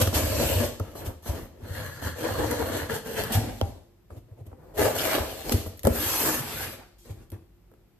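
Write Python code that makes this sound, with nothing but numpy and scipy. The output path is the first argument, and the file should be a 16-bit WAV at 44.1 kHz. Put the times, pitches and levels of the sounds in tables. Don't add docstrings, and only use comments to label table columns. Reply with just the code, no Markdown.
import sys
import numpy as np
from scipy import signal
from scipy.fft import rfft, irfft
from scipy.io import wavfile
from scipy.ndimage import uniform_filter1d

SR = 44100
rng = np.random.default_rng(int(sys.argv[2]) if len(sys.argv) > 2 else 0)


def unload_audio(sound):
    columns = np.transpose(np.atleast_2d(sound))
    steps = np.round(np.clip(columns, -1, 1) * 32767)
    wavfile.write(sys.argv[1], SR, steps.astype(np.int16))


N = 352535

# start in seconds,
# rise in seconds, hold in seconds, friction level in dB, treble bite in dB,
# change of level over the hold in dB.
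SIDE_CUT = [(0.0, 0.0011, 0.022, -27.5, -1.5, -1), (0.04, 0.023, 0.049, -41, -13, 1),
            (0.127, 0.029, 0.023, -29, -1, 1.5), (0.19, 0.065, 0.18, -32, -4.5, 2.5),
            (0.36, 0.13, 0.16, -29, -3.5, -3.5)]
HAND_BRUSH = [(0.8, 0.02, 0.14, -47, -11.5, -2.5), (0.948, 0.027, 0.038, -45, -0.5, -3),
              (1.0, 0.018, 0.086, -41, -25, -0.5), (1.045, 0.016, 0.015, -49, 4.5, -4),
              (1.223, .002, 0.057, -59, 1.5, 18), (1.257, 0.041, 0.053, -36.5, -11, -5),
              (1.34, 0.026, 0.089, -41, -9, -8.5), (1.46, 0.067, 0.13, -62.5, -15, 16.5)]
LIGHT_CUT = [(1.612, 0.037, 0.053, -56.5, -3, 10), (1.715, 0.053, 0.11, -39, -4.5, -3.5),
             (1.88, 0.043, 0.099, -49, -3, 1.5), (2.015, 0.016, 0.032, -40.5, -2, 5.5)]
DEEP_CUT = [(2.155, 0.057, 0.55, -36.5, -4, -3), (2.228, 0.0066, 0.097, -34.5, -14, -0.5),
            (2.35, 0.07, 0.082, -29.5, -12, -2.5), (2.505, 0.0087, 0.02, -30.5, -6, -6.5),
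            (2.583, 0.0091, 0.023, -32.5, -14.5, 0.5), (2.655, 0.018, 0.021, -38, -14, 3),
            (2.715, 0.0079, 0.08, -33.5, -6.5, 0.5)]
SHORT_CUTS = [(2.887, 0.023, 0.021, -35.5, -6, 2.5), (2.938, 0.0052, 0.011, -35.5, -2, 1),
              (3.045, 0.026, 0.09, -40, -4, 1.5), (3.16, 0.025, 0.018, -30, -5.5, 0.5),
              (3.21, 0.033, 0.14, -39, -4, -7)]
TAPE_TEAR = [(3.295, 0.036, 0.041, -33.5, -8.5, 4.2), (3.425, 0.021, 0.011, -37, -13, 0.5),
             (3.48, 0.013, 0.19, -52.5, -3, 1)]
FINGER_SHUFFLE = [(4.099, .007, 0.077, -53, -14.5, -1), (4.27, 0.036, 0.032, -62.5, -17, 1),
                  (4.365, 0.031, 0.015, -53.5, -19, 0.5), (4.452, .012, 0.087, -53, -18, -9)]
KNIFE_SET = [(4.55, 0.11, 0.6, -52, -20.5, 2), (5.44, 0.032, 0.034, -38, -27, 0)]
RETURN_CUT = [(4.74, 0.027, 0.011, -49, -3, 14), (4.777, 0.028, 0.045, -26.5, -6.5, 1.5),
              (5.17, 0.017, 0.0053, -27.5, -19, -6.5), (5.21, 0.025, 0.18, -42.5, -1.5, -1.5),
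              (5.43, 0.087, 0.02, -41.5, 3.5, -1.5), (5.52, 0.017, 0.039, -42.5, -1, 1),
              (5.66, 0.0025, 0.012, -39.5, -17.5, -13)]
TAPE_SLIT = [(4.94, 0.029, 0.053, -36, 1, 3.4), (5.02, 0.035, 0.097, -29, -3, 1)]
BOX_DRAG = [(5.835, 0.017, 0.055, -40.5, -4, 1.5), (5.91, 0.045, 0.021, -37.5, 1, -2.5),
            (5.95, 0.092, 0.192, -37, 6.5, 3.5), (6.235, 0.03, 0.069, -33.5, 5.5, -3),
            (6.33, 0.015, 0.052, -35.5, 4, -5)]
SLEEVE_SLIDE = [(6.39, 0.051, 0.2, -42, 2, 4), (6.63, 0.029, 0.074, -44.5, 1, -2),
                (6.77, 0.025, 0.037, -49, -18, -4.5)]
PALM_SETTLE = [(6.982, 0.0022, 0.084, -82, 20, 2), (7.045, 0.015, 0.051, -55.5, -9, 9.5),
               (7.13, 0.049, 0.055, -56.5, -11.5, 2), (7.314, 0.019, 0.019, -45, -19, -4),
               (7.7, 0.032, 0.012, -69.5, -14, -2)]
# its strokes, its colour as pairs of Hz and dB, weight of the treble
# lifts (a plain factor), slips per second, spread of slip sizes in dB, boom in dB,
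# release in dB per second, level of the snags in dB, pitch of the snags in Hz.
STROKES = [ (SIDE_CUT, [(40, -13.5), (92, 2.5), (183, -20), (240, -9.5), (423, -12.5), (590, -4.5),
           (744, -15), (2360, -23.5), (2670, -22.5), (3590, -27), (8070, -25), (9820, -28), (12900, -24.5),
           (14200, -43.5)], 0.34, 4000, 2.2, -0.76, 197, -16, 530), (HAND_BRUSH, [(40, -11.5), (86, -10),
           (170, -19), (528, -17.5), (692, -19), (2310, -35), (3170, -32.5), (3680, -35), (9350, -36.5),
           (12000, -33), (14200, -40.5)], 0.47, 5000, 0.92, -0.64, 320, -10, 490), (LIGHT_CUT, [(40, -22),
           (92, 3), (188, -14), (260, -12), (403, -14.5), (528, -6.5), (692, -15), (1280, -15),
           (1720, -13.5), (1950, -18.5), (2360, -30.5), (4160, -30), (5190, -32), (12600, -32),
           (14200, -46)], 0.97, 2700, 2.7, -0.59, 200, -10.5, 504), (DEEP_CUT, [(40, -13), (97, 3),
           (175, -13.5), (315, 1), (403, -9.5), (467, 0.5), (1080, -10.5), (1160, -10), (1720, -14.5),
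           (2310, -26), (3100, -29), (10100, -32), (12300, -31), (14200, -44)],
           1, 1300, 1.5, 0, 140, -7.5, 505), (SHORT_CUTS, [(40, -16), (97, -3.5), (348, -14), (444, -3),
           (515, -7.5), (1130, -15), (1720, -12), (2250, -26.5), (3100, -17), (3770, -23), (4370, -20),
           (10300, -21), (12300, -20.5), (14200, -35)], 0.86, 1800, 1.3, -1.02, 280, -11, 560),
           (TAPE_TEAR, [(40, -18.5), (102, -24.5), (162, -25.5), (229, -14), (286, -17.5), (763, -18),
           (1100, -31.5), (1720, -27), (4820, -30), (12600, -32), (14200, -47)],
           0.22, 2500, 0.93, 7.7, 137, -8, 810), (FINGER_SHUFFLE, [(40, -20), (107, -7.5), (175, -31.5),
           (246, -25), (642, -24.5), (1160, -39), (1310, -47), (12300, -38), (14200, -59)],
           .2, 4200, 1.4, -9.5, 690, -17, 484), (KNIFE_SET, [(40, 2.5), (76, -12), (151, -5), (190, -10),
           (515, -3.5), (582, -8), (952, -12), (2950, -35), (14200, -39)], .1, 5900, 2, 3, 200, -15.5, 710),
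           (RETURN_CUT, [(40, -14), (86, -1), (185, -18), (290, -6.5), (374, -7), (434, -1), (520, -2),
           (658, -1.5), (1020, -11.5), (1720, -15), (2420, -17), (9580, -22.5), (12000, -19.5),
           (14200, -28)], 0.41, 1600, 0.54, 0, 130, -13.5, 440), (TAPE_SLIT, [(40, -27), (95, -6),
           (175, -12.5), (280, -5), (450, -1.5), (660, -0.5), (1010, -10.5), (1200, -7), (2200, -11),
           (2700, -14.5), (6800, -20), (10000, -20.5), (12000, -15.5), (14200, -28.5)],
           0.3, 1200, 2.4, 0, 180, -11.5, 600), (BOX_DRAG, [(40, -11), (80, -5), (188, -7.5), (315, -2.5),
           (413, -3.5), (612, -4), (821, -3), (1800, -6.5), (2140, -13), (3770, -22), (9820, -22.5),
           (12300, -17), (14200, -29.5)], .2, 8000, 1.7, -1, 410, -13.5, 490), (SLEEVE_SLIDE, [(40, -6),
           (92, 8.5), (183, -4), (240, 1), (906, 2.5), (1000, -1.5), (1410, 0.5), (5720, -20.5),
           (10100, -20), (12300, -15.5), (14200, -30.5)], 0.103, 5900, 0.71, -1.2, 270, -16.5, 350),
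           (PALM_SETTLE, [(40, -0.5), (97, 0.5), (188, -20), (253, -17.5), (413, -19.5), (1280, -34.5),
           (9820, -41), (12300, -40.5), (14200, -52)], 0.072, 3300, 2.5, -11, 340, -25, 290)]
# pitch in Hz, width in Hz, lift in dB.
PANELS = [(101, 254, 6), (189, 21, -4.5), (238, 49, 4.5), (323, 51, 4.5), (373, 33, -0.5), (485, 144, 2),
          (520, 77, 1.5), (634, 36, 2), (980, 280, 1)]
# pitch in Hz, width in Hz, lift in dB before the weight.
TREBLE_LIFTS = [(1703, 250, 5), (2170, 1600, 4), (3127, 530, 7), (4250, 480, 8), (5230, 1100, -1.5),
                (6400, 620, 3), (12150, 640, 3.5)]
# frequency in Hz, gain in dB.
RUB_ROLLOFF = [(24, -26), (40, -2), (12800, -2.5), (13900, 5), (14900, -24.5)]
# time in seconds, level in dB, pitch in Hz.
BOOMS = [(0.019, -17, 88.6), (0.068, -18.5, 96.5), (0.151, -17, 83.5), (0.449, -18, 78), (0.555, -17, 89.2),
         (0.803, -20, 95.2), (1.07, -25, 89.3), (1.287, -19.5, 80), (1.623, -32.5, 93),
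         (1.703, -24.5, 93.4), (2.056, -30, 92), (2.411, -23, 100.2), (2.628, -24.5, 94),
         (2.821, -25.5, 94), (2.923, -29.5, 92), (3.348, -16, 96.4), (3.369, -15.5, 104.6),
         (3.478, -30, 99), (3.621, -16.5, 89.6), (4.116, -36, 81), (4.167, -33, 106), (4.313, -35.5, 106),
         (4.408, -33.5, 107.6), (4.467, -36, 86), (4.518, -37.5, 76), (5.197, -22.5, 80),
         (5.536, -13.5, 90), (5.664, -29.5, 93), (5.845, -16, 83.3), (5.9, -19, 77), (5.979, -29, 84.6),
         (6.054, -30.5, 86.8), (6.397, -28.5, 130), (6.552, -38, 134.2), (6.617, -34.5, 96),
         (7.101, -28, 95.2), (7.32, -35, 100)]
# start in seconds, peak in dB,
# length of contact in seconds, pitch of the crunch in Hz.
KNOCKS = [(0.072, -20.5, 0.0055, 600), (0.127, -22.5, 0.0061, 560), (0.7989, -23.5, 0.0043, 500),
          (0.953, -33, 0.005, 520), (1.259, -34, 0.0087, 600), (2.022, -28.5, 0.0059, 653),
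          (2.896, -25, 0.0047, 680), (3.62, -33, 0.0044, 260), (4.103, -40.5, 0.0072, 680),
          (4.515, -43, 0.003, 700), (4.528, -39.5, 0.0047, 480), (4.848, -20, 0.0053, 526),
          (5.516, -17.5, 0.0007, 435), (5.537, -21.5, 0.019, 222), (5.661, -30.5, 0.0038, 600),
          (5.84, -23.5, 0.0072, 246), (5.852, -17.5, 0.0054, 625), (5.8696, -8, 0.0025, 450),
          (5.897, -26, 0.0077, 300), (6.234, -23, 0.0071, 220), (7.054, -52, 0.0042, 400),
          (7.318, -41, 0.0045, 410), (7.715, -51, 0.0016, 700), (7.737, -48.5, 0.0023, 900)]
# pitch in Hz, level in dB, time to fall 60 dB in seconds.
BOARD = [(235.6, 3.5, 0.086), (296, -0.5, 0.085), (419.5, 4, 0.06), (471, 5, 0.037), (531, 3, 0.059),
         (621, 3.5, 0.039), (766, -16, 0.079), (1326, 6, 0.019), (1770, -4, .025)]
# start in seconds, level in dB,
# swell time in seconds, extra fizz above 7 kHz in dB.
SNAPS = [(0.0127, -22, 0.00021, -4.5), (0.0138, -24, 0.0041, 1), (0.072, -29, 0.0024, -6),
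         (0.1383, -27.5, 0.014, -6.5), (0.7968, -39, 0.0012, -4), (1.056, -45, 0.0097, 0),
         (2.897, -39.5, 0.0012, -15), (3.237, -26, 0.00046, 0.5), (3.319, -30, 0.01, -0.5),
         (3.3356, -29.5, 0.01, -4.5), (4.161, -62.5, 0.011, -4), (4.464, -61.5, 0.0036, 1),
         (5.5189, -26, 0.0039, -0.5), (5.522, -27.5, 0.0013, -9.5), (5.527, -37.5, 0.0025, -15.5),
         (5.661, -55, 0.0081, 18), (5.772, -57, 0.0031, 12), (5.793, -40.5, 0.00073, 2),
         (5.832, -38.5, 0.0012, 4), (5.851, -25, 0.00038, 3), (5.8605, -39.5, 0.00033, 2),
         (5.8696, -27, 0.0013, 0), (6.987, -65, 0.0016, -2), (7.302, -49, 0.00061, 6),
         (7.318, -48.5, 0.00074, 3), (7.714, -71, 0.0013, 5), (7.737, -73, .0015, 5)]
# frequency in Hz, gain in dB.
SNAP_COLOUR = [(500, 0), (1500, -0.5), (2300, -5), (3100, 1), (4200, -4), (8000, -5), (10000, -3),
               (12500, 0), (14200, -5), (15000, -19.5)]
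# start in seconds, length in seconds, peak in dB,
# slips per second.
JUDDERS = [(0.004, 0.021, -19.5, 484), (2.236, 0.04, -24.5, 487), (2.415, 0.04, -27, 490),
           (2.513, 0.027, -23.5, 460), (2.592, 0.033, -23.5, 470), (2.613, 0.015, -23, 460),
           (2.717, 0.014, -27, 470), (2.908, 0.024, -24.5, 450), (2.952, 0.026, -28, 440),
           (3.173, 0.032, -26.5, 440), (4.78, 0.037, -17.5, 430), (4.85, 0.025, -27, 650),
           (5.065, 0.026, -28, 530), (5.124, 0.06, -33, 600), (6.233, 0.11, -27.5, 320)]
# start in seconds, length in seconds, level in dB, pitch in Hz.
RASPS = [(0.409, 0.25, -42.5, 2790), (1.74, 0.07, -50, 1840), (1.808, 0.098, -51, 1650),
         (2.231, 0.056, -46.5, 1970), (2.749, 0.11, -44, 1760), (2.893, 0.019, -39, 1700),
         (3.167, 0.021, -46, 1650), (4.82, 0.029, -40.5, 1680), (4.846, 0.016, -35, 1770),
         (4.986, 0.013, -32.5, 3150), (5.002, 0.02, -40, 4970), (5.046, 0.016, -35, 2820),
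         (5.084, 0.066, -39, 1980), (5.16, 0.014, -39, 2200), (6.26, 0.048, -43, 1750)]
# start in seconds, peak in dB, level of the tick in dB,
# extra fizz above 7 kHz in dB.
CLACKS = [(3.613, -14.5, -22.5, -16.5), (5.495, -25, -20, -8)]
# pitch in Hz, level in dB, time to fall 60 dB in seconds.
KNIFE = [(267, -4.5, 0.056), (414, -5, 0.021), (550, 0.5, 0.019), (660, 11, 0.0087), (794, -16.5, 0.19),
         (893, -18, 0.07), (930, -1.5, 0.015), (1360, -13, 0.015), (2800, -5, 0.0078), (3150, 2.5, 0.0075)]
# frequency in Hz, time to fall 60 dB in seconds.
KITCHEN = [(100, 0.55), (260, 0.61), (700, 0.53), (1840, 0.55), (4850, 0.73), (13000, 0.41)]
# frequency in Hz, gain in dB.
ROOM_AIR = [(15, -22.5), (25, -20), (33, -6.5), (54, 5), (71, -22), (101, -8), (172, -8.5), (309, -19.5),
            (344, -4), (394, -20.5), (9020, -46.5), (13800, -41.5), (15000, -63.5)]
# pitch in Hz, level in dB.
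HUM = [(48.4, -64), (96.9, -58), (236.9, -80.5), (344.5, -73)]
# frequency in Hz, gain in dB.
SIDE_GAIN = [(60, -14.5), (130, -10), (260, -10), (600, -3), (1400, -5.5), (2400, -1), (4000, 1),
             (7200, 1.5), (8400, -25.5), (11000, -15.5), (12200, -17.5), (13500, 8), (14200, 3),
             (14800, 14)]
# pitch in Hz, width in Hz, lift in dB.
MICROPHONE = [(8000, 1300, 3), (10400, 1100, -0.5), (12570, 3100, 6.5)]

HZ = np.fft.rfftfreq(4096, 1 / SR)
STROKE_T = np.arange(round(1.2 * SR)) / SR


def rub(stroke, colour, treble_weight, slips_per_s, spread_db, boom_db, release_db_per_s, snag_db, snag_hz):
    start_s, rise_s, hold_s, force_db, bite_db, lean_db = stroke
    t = STROKE_T
    size = gain_of(spread_db * np.minimum(rng.exponential(1, len(t)), 5))
    slips = size * (rng.random(len(t)) < slips_per_s / SR) * rng.choice([-1, 1], (2, len(t)))
    drive = evened(slips) + 0.81 * rng.standard_normal(slips.shape)
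    snags_per_s = 120
    kicks = (rng.random(len(t)) < snags_per_s / SR) * rng.uniform(0.37, 1, len(t))
    drive = patchy(drive) * stutter(kicks, snag_db)

    tone_db = read(colour, HZ) + read(RUB_ROLLOFF, HZ)
    tone_db = tone_db + lifts(PANELS) + treble_weight * lifts(TREBLE_LIFTS)
    tone_db = tone_db + boom_db / (1 + (HZ / 160) ** 4)
    sound = coloured(drive, tone_db)

    split = signal.butter(3, 2500, fs=SR, output="sos")
    body = signal.sosfiltfilt(split, sound)
    edge = 0.55 * evened(sound - body) * gain_of(bite_db)
    body = body / band(body, 170, 2500).std() + gain_of(snag_db) * snags(kicks, snag_hz)
    body = body / np.hypot(1, gain_of(snag_db))
    body = body * gain_of(wander(len(t), per_s=45))
    level_db = force_db + pressure(rise_s, hold_s, lean_db, release_db_per_s)
    fade_in = np.minimum(t / 0.00052, 1)
    return start_s, (body + edge) * gain_of(level_db) * fade_in


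def pressure(rise_s, hold_s, lean_db, release_db_per_s):
    swell_db = 13
    building = np.maximum(1 - STROKE_T / rise_s, 0)
    holding = np.clip((STROKE_T - rise_s) / hold_s, 0, 1)
    released_s = np.maximum(STROKE_T - rise_s - hold_s, 0)
    return -swell_db * building ** 2 + lean_db * holding - release_db_per_s * released_s


def patchy(x, patch_db=2.5, sweep_db=1.18):
    z = signal.stft(x, nperseg=1024)[2]
    chance = uniform_filter1d(rng.standard_normal(z.shape[1:]), size=6, axis=1)
    patches = evened(uniform_filter1d(chance, size=3, axis=0))
    sweeps = evened(uniform_filter1d(chance[::-1], size=25, axis=0))
    shifted = z * gain_of(patch_db * patches + sweep_db * sweeps)
    return signal.istft(shifted, nperseg=1024)[1][:, :x.shape[1]]


def stutter(kicks, snag_db, depth=1.6, burst_s=0.0014):
    bursts = signal.lfilter([1], [1, -np.exp(-1 / (burst_s * SR))], kicks)
    return evened(1 + depth * gain_of(snag_db) * bursts)


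def snags(kicks, hz, width_hz=170):
    pitch = hz * (1 + 0.092 * wander(len(kicks), per_s=14))
    pushes = kicks * rng.choice([-1, 1], (2, len(kicks)))
    return evened(resonate(resonate(pushes, pitch, width_hz), pitch, width_hz))


def boom(s, db, hz):
    t = np.arange(SR // 3) / SR
    swell_s, cavity_hz, cavity_decay_s = 0.013, 96, 0.027
    swell = t / swell_s * np.exp(1 - t / swell_s)
    lid = swell ** 2.33 * np.exp(2j * np.pi * hz * t)
    cavity = 0.028 * (1 - np.exp(-t / swell_s))
    cavity = cavity * np.exp(-t / cavity_decay_s + 2j * np.pi * cavity_hz * t)
    wave = gain_of(db - 1) * (lid + cavity)
    return s - 0.0024, np.array([wave.imag, .6 * wave.real])


def knock(s, db, contact_s, hz):
    t = np.arange(SR // 3) / SR
    ring = ringing(BOARD, t)
    puff = band(rng.standard_normal((2, len(t))), 0.08 * hz, 2 * hz, order=1)
    crunch = 0.69 * evened(puff) * np.exp(-t / contact_s)
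    hit = (0.19 * ring + crunch) * (1 - np.exp(-t / 0.0013))
    hit = band(hit, 120, 2.07 * hz, order=3)
    return s, gain_of(db) * hit / abs(hit).max(1, keepdims=True)


def snap(s, db, swell_s, fizz_db, debris_per_s=700, debris_s=0.0082):
    t = np.arange(SR // 8) / SR
    tone_db = read(SNAP_COLOUR, HZ) + fizz_db * (1 - 1 / (1 + (HZ / 7000) ** 6))
    hiss = coloured(rng.standard_normal((2, len(t))), tone_db)
    specks = rng.standard_normal((2, len(t))) * (rng.random(len(t)) < debris_per_s / SR)
    debris = coloured(evened(specks), tone_db)
    burst = hiss * t / swell_s * np.exp(1 - t / swell_s)
    burst = burst + gain_of(-17) * debris * np.exp(-t / debris_s)
    return s, gain_of(db - 7) * burst / band(hiss, 2000, 7700).std()


def judder(s, length_s, db, hz):
    t = np.arange(SR // 8) / SR
    slip_rate = hz * (1 + 0.036 * wander(len(t), per_s=200))
    turns = np.cumsum(slip_rate) / SR + 0.18 * rng.random((2, 1))
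    swell = np.sin(np.pi * np.minimum(t / length_s, 1))
    grunt = band(turns % 1 - .5, 300, 900, order=1) * swell
    return s, gain_of(db) * grunt / abs(grunt).max()


def rasp(s, length_s, db, hz, fibres_per_s=900, spread_db=3):
    t = np.arange(SR // 3) / SR
    size = gain_of(spread_db * np.minimum(rng.exponential(1, len(t)), 4))
    fibres = size * (rng.random(len(t)) < fibres_per_s / SR) * rng.choice([-1, 1], (2, len(t)))
    pitch = hz * (1 + 0.013 * wander(len(t), per_s=60))
    width_hz = 0.24 * hz
    strip = resonate(resonate(fibres, pitch, width_hz), pitch, width_hz)
    swell = np.sin(np.pi * np.minimum(t / length_s, 1))
    return s, gain_of(db) * evened(strip) * np.sqrt(np.maximum(swell, 0))


def clack(s, db, tick_db, fizz_db):
    t = np.arange(SR // 2) / SR
    ring = ringing(KNIFE, t) * (1 - np.exp(-t / 0.0017))
    hit = gain_of(db) * ring / abs(ring).max(1, keepdims=True)
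    add(hit, *snap(0, tick_db, 0.00045, fizz_db))
    return s, hit


def moving_kitchen(x, turns_per_s=3.3, count=4):
    turns = turns_per_s * np.arange(N) / SR
    echoes = 0
    for k in range(count):
        share = np.maximum(np.cos(2 * np.pi * (turns - k / count)), 0)
        echoes = echoes + kitchen(x * share)
    return echoes


def kitchen(x, wet_db=-9, gap_s=0.006, near_db=-6, near_s=0.005):
    time = np.arange(SR) / SR
    taps = rng.choice([-1., 1.], (2, SR)) * (rng.random((2, SR)) < 3000 / SR)
    near = taps * np.exp(-time / near_s) * (time > .001)
    near = band(near / np.linalg.norm(near, axis=1, keepdims=True), 3500, 17000)
    hz, t, z = signal.stft(taps[::-1] * (time > gap_s), SR, nperseg=256)
    fading = gain_of(-60 * t / read(KITCHEN, hz)[:, None])
    tail = signal.istft(z * fading, SR, nperseg=256)[1][:, :SR]
    echoes = gain_of(near_db) * near + gain_of(wet_db) * tail / np.linalg.norm(tail[0])
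    return signal.fftconvolve(x, echoes, axes=1)[:, :N]


def background():
    t = np.arange(N) / SR
    air = evened(coloured(rng.standard_normal((2, N)), read(ROOM_AIR, HZ)))
    hum = 0
    for hz, db in HUM:
        tone = np.sqrt(2) * np.sin(2 * np.pi * (hz * t + rng.random((2, 1))))
        hum = hum + gain_of(db) * tone * (1 + 0.2 * wander(N, per_s=4.4))
    return gain_of(-59.5) * air + gain_of(-9) * hum


def gain_of(db):
    return 10 ** (np.asarray(db) / 20)


def evened(x):
    return x / np.sqrt(np.mean(x ** 2) + 1e-20)


def read(points, hz):
    f, value = np.transpose(points)
    return np.interp(np.log(hz + 1), np.log(f + 1), value)


def add(mix, s, sound):
    part = mix[..., max(round(s * SR), 0):][..., :sound.shape[-1]]
    part += sound[..., :part.shape[-1]]


def band(x, lo_hz, hi_hz, order=2):
    sos = signal.butter(order, [lo_hz, min(hi_hz, .49 * SR)], "band", fs=SR, output="sos")
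    return signal.sosfilt(sos, x)


def coloured(x, db):
    both_halves_db = np.r_[db, db[-2:0:-1]]
    log_gain = np.log(gain_of(np.maximum(both_halves_db, -100)))
    taps = irfft(np.exp(np.conj(signal.hilbert(log_gain)))[:len(HZ)])
    return signal.fftconvolve(x, taps[None], axes=1)[:, :x.shape[1]]


def lifts(resonances):
    return sum(db / (1 + ((HZ - hz) / (width / 2)) ** 2) for hz, width, db in resonances)


def ringing(modes, t):
    total = 0
    for hz, db, t60 in modes:
        tone = np.sin(2 * np.pi * (hz * t + rng.random((2, 1))))
        total = total + gain_of(db - 60 * t / t60) * tone
    return total


def resonate(x, hz, width_hz):
    turn = np.exp(2j * np.pi * np.cumsum(hz) / SR)
    r = np.exp(-np.pi * width_hz / SR)
    return 2 * (turn * signal.lfilter([1 - r], [1, -r], x / turn + 1e-18)).real


def wander(count, per_s):
    knots = np.arange(count) * per_s / SR
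    return evened(np.interp(knots, np.arange(4000), rng.standard_normal(4000)))


def scene():
    box, knife = np.zeros((2, 2, N))
    for strokes, *surface in STROKES:
        for stroke in strokes:
            add(box, *rub(stroke, *surface))
    sources = (boom, BOOMS), (knock, KNOCKS), (snap, SNAPS), (judder, JUDDERS), (rasp, RASPS)
    for source, table in sources:
        for row in table:
            add(box, *source(*row))
    for row in CLACKS:
        add(knife, *clack(*row))
    echoes = moving_kitchen(box + band(knife, 100, 1400))
    mid, side = box + knife + echoes + background()
    side = irfft(rfft(side) * gain_of(read(SIDE_GAIN, np.fft.rfftfreq(N, 1 / SR))), N)
    return np.array([mid + side, mid - side]) * gain_of([[.4], [-.4]])


def record(dry):
    dry = coloured(dry, lifts(MICROPHONE))
    dry = signal.sosfilt(signal.butter(3, 32, "high", fs=SR, output="sos"), dry)
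    upper_limit = signal.firwin(255, 15500, window=("kaiser", 9), fs=SR)
    return signal.oaconvolve(dry, upper_limit[None], "same")


dry = scene()
out = record(dry)
unload_audio(out)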